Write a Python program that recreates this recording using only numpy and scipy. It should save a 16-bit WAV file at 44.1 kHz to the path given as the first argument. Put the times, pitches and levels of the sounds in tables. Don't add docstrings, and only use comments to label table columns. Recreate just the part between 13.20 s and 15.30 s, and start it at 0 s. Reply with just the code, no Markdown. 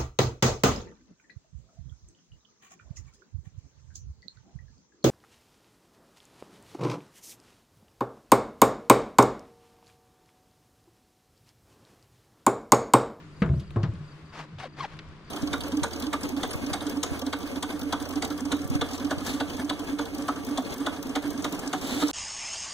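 import sys
import numpy as np
from scipy import signal
from scipy.fft import rfft, irfft, next_fast_len
from scipy.io import wavfile
from scipy.ndimage import uniform_filter1d, map_coordinates

SR = 44100
rng = np.random.default_rng(int(sys.argv[2]) if len(sys.argv) > 2 else 0)


def magnitude_from_level(level_db):
    exponent = np.asarray(level_db, float) / 20
    return 10 ** exponent


def unload_wav(signal):
    wavfile.write(
        sys.argv[1],
        SR,
        np.round(np.clip(np.atleast_2d(signal).T, -1, 1) * 32767).astype(np.int16),
    )


N = 92610


def unit(x):
    return x / np.sqrt(np.mean(x ** 2) + 1e-20)


def along(points, hz):
    point_hz, value = np.transpose(points)
    return np.interp(np.log(hz + 1), np.log(point_hz + 1), value)


def over_time(rows):
    return np.interp(np.arange(N) / SR, *np.transpose(rows))


def wobble(rate_hz, size=N):
    knots = rng.standard_normal(int(size * rate_hz / SR) + 4)
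    return map_coordinates(knots, [np.arange(size) * rate_hz / SR])


def swept_phase(hz):
    return 2 * np.pi * np.cumsum(hz) / SR


def filtered(x, response):
    m = next_fast_len(x.shape[-1] + 8192)
    hz = np.fft.rfftfreq(m, 1 / SR)
    return irfft(rfft(x, m) * response(hz), m)[..., :x.shape[-1]]


def rush(spectrum, alike, patchy_db):
    z = signal.stft(rng.standard_normal((2, N)), nperseg=512)[2]
    patches = uniform_filter1d(rng.standard_normal(z.shape[1:]), size=6, axis=0)
    patches = uniform_filter1d(patches, size=8, axis=1)
    pair = signal.istft(z * magnitude_from_level(patchy_db * unit(patches)), nperseg=512)[1][:, :N]

    def response(hz):
        angle = np.arccos(np.clip(along(alike, hz), -1, 1)) / 2
        return magnitude_from_level(along(spectrum, hz)) * [np.cos(angle), np.sin(angle)]

    mid, side = filtered(pair, response)
    return unit(np.array([mid + side, mid - side]))


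def add(out, start_s, x):
    k = round(start_s * SR)
    out[..., k:k + x.shape[-1]] += x[..., :N - k]


# start_s, level_db
RUSTLE_LEVEL = [(0, -52), (.08, -57), (.3, -55), (.45, -55.5), (.75, -55), (.9, -55), (1.1, -55.5),
                (1.3, -56), (1.53, -59), (1.72, -51), (1.85, -55.5), (1.98, -56), (2.1, -52.5)]
# pitch_hz, level_db (per Hz)
RUSTLE_TONE = [(240, -49), (400, -6), (800, -12.5), (1070, -6.5), (4700, -21), (9000, -39.5), (13900, -58)]
# start_s, level_db
NYLON_LEVEL = [(0, -74.5), (.33, -70.5), (.4, -70), (.44, -74.5), (1.0, -74), (1.3, -83), (2.1, -84)]
# pitch_hz, level_db (per Hz)
NYLON_TONE = [(3000, -47), (7000, -8.5), (12500, -24), (14000, -50)]
# pitch_hz, likeness (0 to 1)
CLOTH_ALIKE = [(60, 0.72), (230, 0.9), (900, 0.72), (3480, 0.074), (13500, 0.04)]


def cloth_and_air():
    rustle_gain = magnitude_from_level(over_time(RUSTLE_LEVEL) + 0.8 * wobble(25))
    rustle = rustle_gain * rush(RUSTLE_TONE, CLOTH_ALIKE, patchy_db=0.7)
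    fizz = magnitude_from_level(over_time(NYLON_LEVEL)) * rush(NYLON_TONE, CLOTH_ALIKE, patchy_db=3.0)
    return rustle + fizz


# start_s, level_db
BREEZE_LEVEL = [(0, -56.5), (.35, -48.5), (.7, -42), (.93, -57.5), (1.04, -60.5), (1.14, -73), (1.22, -67),
                (1.4, -61), (1.6, -55), (1.73, -51), (1.82, -53), (1.9, -49.5), (2, -60), (2.1, -51)]
# pitch_hz, level_db (per Hz)
BREEZE_TONE = [(12, -10), (25, -5), (60, -10.5), (110, -4), (200, -78.5)]
# pitch_hz, level_db (per Hz)
RUMBLE_TONE = [(53, -33), (90, -18), (151, -1.5), (227, -5), (400, -10.5), (520, -24), (880, -120)]


def breeze_and_rumble():
    breeze_db = over_time(BREEZE_LEVEL)
    breeze = magnitude_from_level(breeze_db + wobble(11)) * rush(BREEZE_TONE, [(40, 0.28), (100, 0.88)], patchy_db=0.0)
    rumble_db = -56 + 0.1 * (breeze_db + 73.0) + 0.5 * wobble(6.4)
    return breeze + magnitude_from_level(rumble_db) * rush(RUMBLE_TONE, [(100, 0.91)], patchy_db=0.1)


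# pitch_hz, level_db, wander_hz
MOTOR_NOTES = [
    (153.6, -55, 7.5),
    (306.5, -66, 15),
]
# start_s, level_db
MOTOR_SWELL = [(0, -2), (.9, 0.5), (1.1, 1), (1.16, -8.5), (1.22, 0), (1.3, -0.5), (1.5, 1), (1.7, -0.5),
               (1.76, 2), (1.899, -2.5), (1.96, -3.5), (2.1, -4.5)]


def far_motor():
    swell_db = over_time(MOTOR_SWELL)
    out = 0
    for hz, db, wander_hz in MOTOR_NOTES:
        gain = magnitude_from_level(db + swell_db + 7.5 + 3.6 * wobble(22.17))
        out = out + gain * np.sin(swept_phase(hz + wander_hz * wobble(25.016)))
    return out


# start_s, level_db, spacing_s (between pulses)
CHIRPS = [(.122, -63, .037), (.390, -64, .038), (.838, -61, .035), (1.052, -62, .037), (1.486, -63, .037),
          (2.041, -61, .032)]
CHIRP_PULSES_DB = [-5, -2, 0]


def cricket():
    pulse_s, pitch_hz, droop = 0.024, 4800, 650000
    out = np.zeros((2, N))
    t = np.arange(round(pulse_s * SR)) / SR
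    for start_s, db, spacing_s in CHIRPS:
        for k, pulse_db in enumerate(CHIRP_PULSES_DB):
            phase = 2 * np.pi * (pitch_hz * rng.normal(1, 0.006) * t - droop * t ** 3 / 3)
            gain = magnitude_from_level(db + pulse_db + 5.5 + 1.2 * wobble(230, size=len(t)))
            swell = np.sin(np.pi * t / pulse_s)
            pulse = gain * swell * np.sin(phase + np.array([[0], [0.8]]))
            add(out, min(start_s + k * spacing_s, N / SR), pulse)
    return out


# start_s, pitch_hz, level_db
STRAP_RUN = [(.30, 3500, -78), (.335, 3800, -67), (.36, 4700, -63), (.372, 5000, -70), (.382, 5600, -62),
             (.395, 6500, -72)]


def strap():
    octave_db, jitter = -12, 0.035
    s, hz, db = np.transpose(STRAP_RUN)
    t = np.arange(s[0], s[-1], 1 / SR)
    out = np.zeros((2, N))
    phase = swept_phase(np.interp(t, s, hz) * (1 + jitter * wobble(370, size=len(t))))
    turn = np.array([[0], [0.8]])
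    whistle = np.sin(phase + turn) + magnitude_from_level(octave_db) * np.sin(2 * phase - turn)
    add(out, s[0], magnitude_from_level(np.interp(t, s, db) + 2.6 * wobble(193, size=len(t))) * whistle)
    return out


# start_s, level_db, pitch_hz (centre), fade_s (to fall 60 dB)
BUCKLE_TICKS = [(.204, -53, 9000, .01), (.2195, -50, 7200, 0.024), (0.2213, -41, 2500, 0.11),
                (0.258, -56, 6000, 0.022), (.3994, -55.5, 8500, 0.04), (0.5062, -35.5, 2800, 0.011),
                (0.5064, -53, 7500, 0.01), (0.512, -46.5, 9500, 0.0047), (0.545, -62, 6000, 0.0081),
                (0.561, -61.5, 5770, 0.066), (0.7368, -53.5, 6000, 0.017), (1.384, -45, 2980, 0.08),
                (1.567, -50, 1500, 0.043), (1.701, -66, 8000, 0.025), (1.77, -57.5, 7440, 0.013),
                (1.769, -44.5, 2200, 0.018), (1.8865, -58.5, 5800, 0.024), (0.629, -45, 3770, 0.11),
                (.2195, -44, 1590, 0.11), (2.0468, -63, 6000, 0.028)]


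def ticks():
    width_octaves, rise_s = 0.65, 0.0012
    out = np.zeros((2, N))
    t = np.arange(SR // 10) / SR
    for start_s, db, pitch_hz, fade_s in BUCKLE_TICKS:
        a, b = rng.standard_normal((2, len(t)))
        pair = np.array([a + 0.55 * b, a - 0.58 * b])
        pair = filtered(pair, lambda hz: np.exp(-(np.log2((hz + 1) / pitch_hz) / width_octaves) ** 2))
        add(out, start_s, magnitude_from_level(db - 60 * t / fade_s) * unit(pair) * (1 - np.exp(-t / rise_s)))
    return out


# start_s, hiss_db, pitch_hz (slips a second), squeak_db
RUB_STROKES = [
    [(1.12, -52.5, 482, -89), (1.145, -47, 507.5, -86), (1.195, -40, 504, -77), (1.23, -47, 512, -63),
     (1.26, -56.5, 522, -57)],
    [(1.376, -81, 587, -101), (1.385, -49.5, 764.3, -66), (1.402, -39, 756, -64), (1.422, -44.5, 785, -54),
     (1.433, -41, 757, -51), (1.442, -43, 729, -37.5), (1.450, -47, 579, -52.5), (1.458, -46.5, 531, -37),
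     (1.468, -51, 514, -53.5), (1.482, -55, 450, -54)],
    [(1.566, -51, 570, -103), (1.585, -47.5, 664.3, -45), (1.597, -39, 940.6, -53), (1.608, -46, 1128, -34),
     (1.62, -42.5, 1090, -47.5), (1.638, -40.5, 934.5, -40), (1.651, -46, 766, -41), (1.657, -44, 333, -38),
     (1.672, -54, 263, -70)],
    [(1.715, -60, 1037, -64), (1.728, -52, 1154, -50), (1.742, -51, 1110, -71), (1.762, -71, 1070, -59)],
]
STROKE_SLOPES_DB = [-2, 0, 0, -6]
# pitch_hz, level_db (per Hz)
HISS_TONE = [(120, -9), (250, -12), (970, -5.5), (2000, -11), (6000, -24), (10000, -39.5), (13900, -50)]
# multiple (of the slip rate), level_db
SQUEAK_OVERTONES = [(1, 0), (2, -7), (3, -12), (4, -12), (5, -15), (6, -16), (7, -18), (8, -21)]


def rubbing():
    jitter, catch_db, grit_db = 0.03, 3.3, 1.3
    bright_db = 3
    dull_hz, dull_db = 5000, 30
    out = np.zeros((2, N))
    hiss = rush(HISS_TONE, [(300, 1.0), (3000, 0.78), (10000, 0.084)], patchy_db=1)
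    for rows, slope_db in zip(RUB_STROKES, STROKE_SLOPES_DB):
        s, hiss_points, hz_points, squeak_points = np.transpose(rows)
        k = np.arange(round(s[0] * SR), round(s[-1] * SR))
        hiss_db = np.interp(k / SR, s, hiss_points)
        slip_hz = np.interp(k / SR, s, hz_points)
        squeak_db = np.interp(k / SR, s, squeak_points)
        phase = swept_phase(slip_hz * (1 + jitter * wobble(503.5, size=len(k))))
        bright = bright_db * np.clip(-52.0 - squeak_db, -3, 5) / 10
        squeak = 0
        for m, db in SQUEAK_OVERTONES:
            dull = dull_db * np.log2(np.maximum(1, m * slip_hz / dull_hz))
            tone_db = db + (slope_db + bright) * np.log2(m) - dull
            catch = catch_db * wobble(138.0, size=len(k))
            squeak = squeak + magnitude_from_level(tone_db + catch) * np.sin(m * phase)
        rub = magnitude_from_level(hiss_db + grit_db * wobble(503, size=len(k))) * hiss[:, k]
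        rub = rub + magnitude_from_level(squeak_db + 5.5) * squeak
        out[:, k] += rub * signal.windows.tukey(len(k), 0.1)
    return out * magnitude_from_level([[0.3], [-0.3]])


# (to fall 60 dB, at 1 kHz)
EDGE_CRACKS = [(.219, -25.5, 1270, 0.2), (0.26, -39, 1100, 0.14), (0.29, -37, 1170, 0.063),
               (0.338, -34, 800, 0.028), (0.396, -49, 4520, 0.38), (.507, -42.5, 933, 0.03),
               (.558, -31.5, 753, 0.24), (0.632, -33.5, 1210, 0.21), (.631, -38.5, 3960, 0.2),
               (0.754, -51.5, 3120, 0.068), (1.689, -59, 1980, 0.2), (1.789, -34.5, 2990, 0.095)]


def cracks():
    width_octaves, treble_fall_db, fade_slope = 1, 18, 0.75
    hollow_hz, hollow_db = 800, -5
    rise_s, snap_s = 0.00077, 0.0056
    out = np.zeros((2, N))
    band_hz = 250 * 2 ** (np.arange(13) / 2)
    t = np.arange(SR // 3) / SR
    for start_s, db, pitch_hz, fade_s in EDGE_CRACKS:
        a, b = rng.standard_normal((2, len(t)))
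        pair = np.array([a + 0.26 * b, a - 0.3 * b])
        burst = 0
        for k, hz in enumerate(band_hz):
            limits = [hz / 1.19, min(hz * 1.19, 20000)]
            band = signal.sosfilt(signal.butter(2, limits, "band", fs=SR, output="sos"), pair)
            gain_db = -11 * np.log(1 + (np.log2(hz / pitch_hz) / width_octaves) ** 2)
            gain_db -= treble_fall_db * max(0, np.log2(hz / 5000))
            gain_db += hollow_db * np.exp(-(3 * np.log2(hz / hollow_hz)) ** 2)
            band_fade_s = fade_s * (1000 / hz) ** fade_slope
            fade = magnitude_from_level(-60 * t / band_fade_s) + 0.5 * magnitude_from_level(-60 * t / snap_s)
            burst = burst + (-1) ** k * unit(band) * magnitude_from_level(gain_db) * fade
        add(out, start_s, magnitude_from_level(db - 7 + np.array([[0.6], [-0.6]])) * burst * (1 - np.exp(-t / rise_s)))
    return out


# start_s, level_db (peak),
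# pitch_hz, fade_s (to fall 60 dB)
PANEL_THUMPS = [(0.2187, -12.5, 192.2, 0.08), (.22, -29, 479.5, 0.15), (0.224, -29.5, 64.2, 0.18),
                (0.247, -24, 156.4, 0.19), (0.278, -13.5, 145, 0.019), (.298, -15.5, 122, 0.073),
                (0.296, -23.5, 76.3, 0.37), (.313, -21, 128.3, 0.4), (0.334, -16, 136, 0.1),
                (.364, -21, 129.2, 0.25), (0.379, -29.5, 138, 0.14), (0.408, -39, 193.3, 0.29),
                (0.46, -44, 68, 1), (0.5648, -19.5, 110.6, 0.25), (.562, -41.5, 535, .15),
                (0.566, -43, 1100, 0.22), (0.5600, -19, 213, 0.043), (0.6337, -13.5, 144, 0.049),
                (0.604, -25, 108.7, 0.34), (.650, -26.5, 167.5, 0.12), (0.687, -21.5, 108, 0.097),
                (0.733, -36.5, 173, 0.2), (0.768, -38, 99.8, 0.23), (.803, -35, 154.4, 0.11),
                (1.025, -48.5, 77, 0.2), (1.1, -44, 92, 0.12), (1.331, -36, 128, 0.066),
                (1.35, -39, 97, 0.17), (1.476, -40.5, 203, 0.028), (1.737, -38.5, 145.6, 0.071),
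                (1.865, -44.5, 84, 0.32)]
# pitch_hz, level_db, fade_s (to fall 60 dB)
HULL_NOTES = [(245, -12, 0.21), (343, -6.5, 0.2), (428.7, -7, 0.083), (477, -15.5, 0.098),
              (554, -15.5, 0.14), (665, -18.5, 0.21), (1045, -19.5, 0.09), (1318, -25, 0.089),
              (1480, -13, 0.03)]


def thumps():
    rise_cycles, hull_db, hard_db = 0.35, -12, 16.5
    out = np.zeros(N)
    t = np.arange(SR // 2) / SR
    note_hz, note_db, ring_s = np.transpose(HULL_NOTES)[..., None]
    for start_s, db, pitch_hz, fade_s in PANEL_THUMPS:
        gain = magnitude_from_level(note_db + rng.normal(0, 2.84, note_hz.shape) - 60 * t / ring_s)
        hz = note_hz * rng.normal(1, 0.019, note_hz.shape)
        hull = (gain * np.sin(2 * np.pi * hz * t)).sum(axis=0) * (1 - np.exp(-t / 0.0036))
        hull_gain = magnitude_from_level(hull_db + hard_db * min(0.5, np.log2(pitch_hz / 150)))
        panel = magnitude_from_level(4.5 - 60 * t / fade_s) * np.sin(2 * np.pi * pitch_hz * t)
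        panel = panel * (1 - np.exp(-(t * pitch_hz / rise_cycles) ** 1.5))
        add(out, start_s, -magnitude_from_level(db) * (panel + hull_gain * hull))
    return out


def hull_blur(x):
    level_db, fade_s = -22, 0.31
    t = np.arange(SR // 4) / SR
    tail = rng.standard_normal((2, len(t))) * magnitude_from_level(-60 * t / fade_s)
    tail = tail / np.linalg.norm(tail[0])
    return magnitude_from_level(level_db) * signal.fftconvolve(x[None], tail, axes=1)[:, :N]


def scene():
    lake = cloth_and_air() + breeze_and_rumble() + far_motor() + cricket()
    contacts = thumps()
    return lake + strap() + ticks() + rubbing() + cracks() + contacts + hull_blur(contacts)


def low_pass(x):
    return signal.sosfilt(signal.butter(12, 14070, fs=SR, output="sos"), x)


# pitch_hz, level_db
LEFT_LEAN = [(100, 0.7), (2000, 3), (8000, 1.5), (13000, -3)]


def record(dry):
    lag_s = 5e-5
    side = np.array([[1], [-1]])

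    def response(hz):
        lag = lag_s / (1 + (hz / 4000) ** 2)
        return magnitude_from_level(side * along(LEFT_LEAN, hz) / 2) * np.exp(-1j * np.pi * hz * lag * side)

    return low_pass(filtered(dry, response))


dry = scene()
out = record(dry)
unload_wav(out)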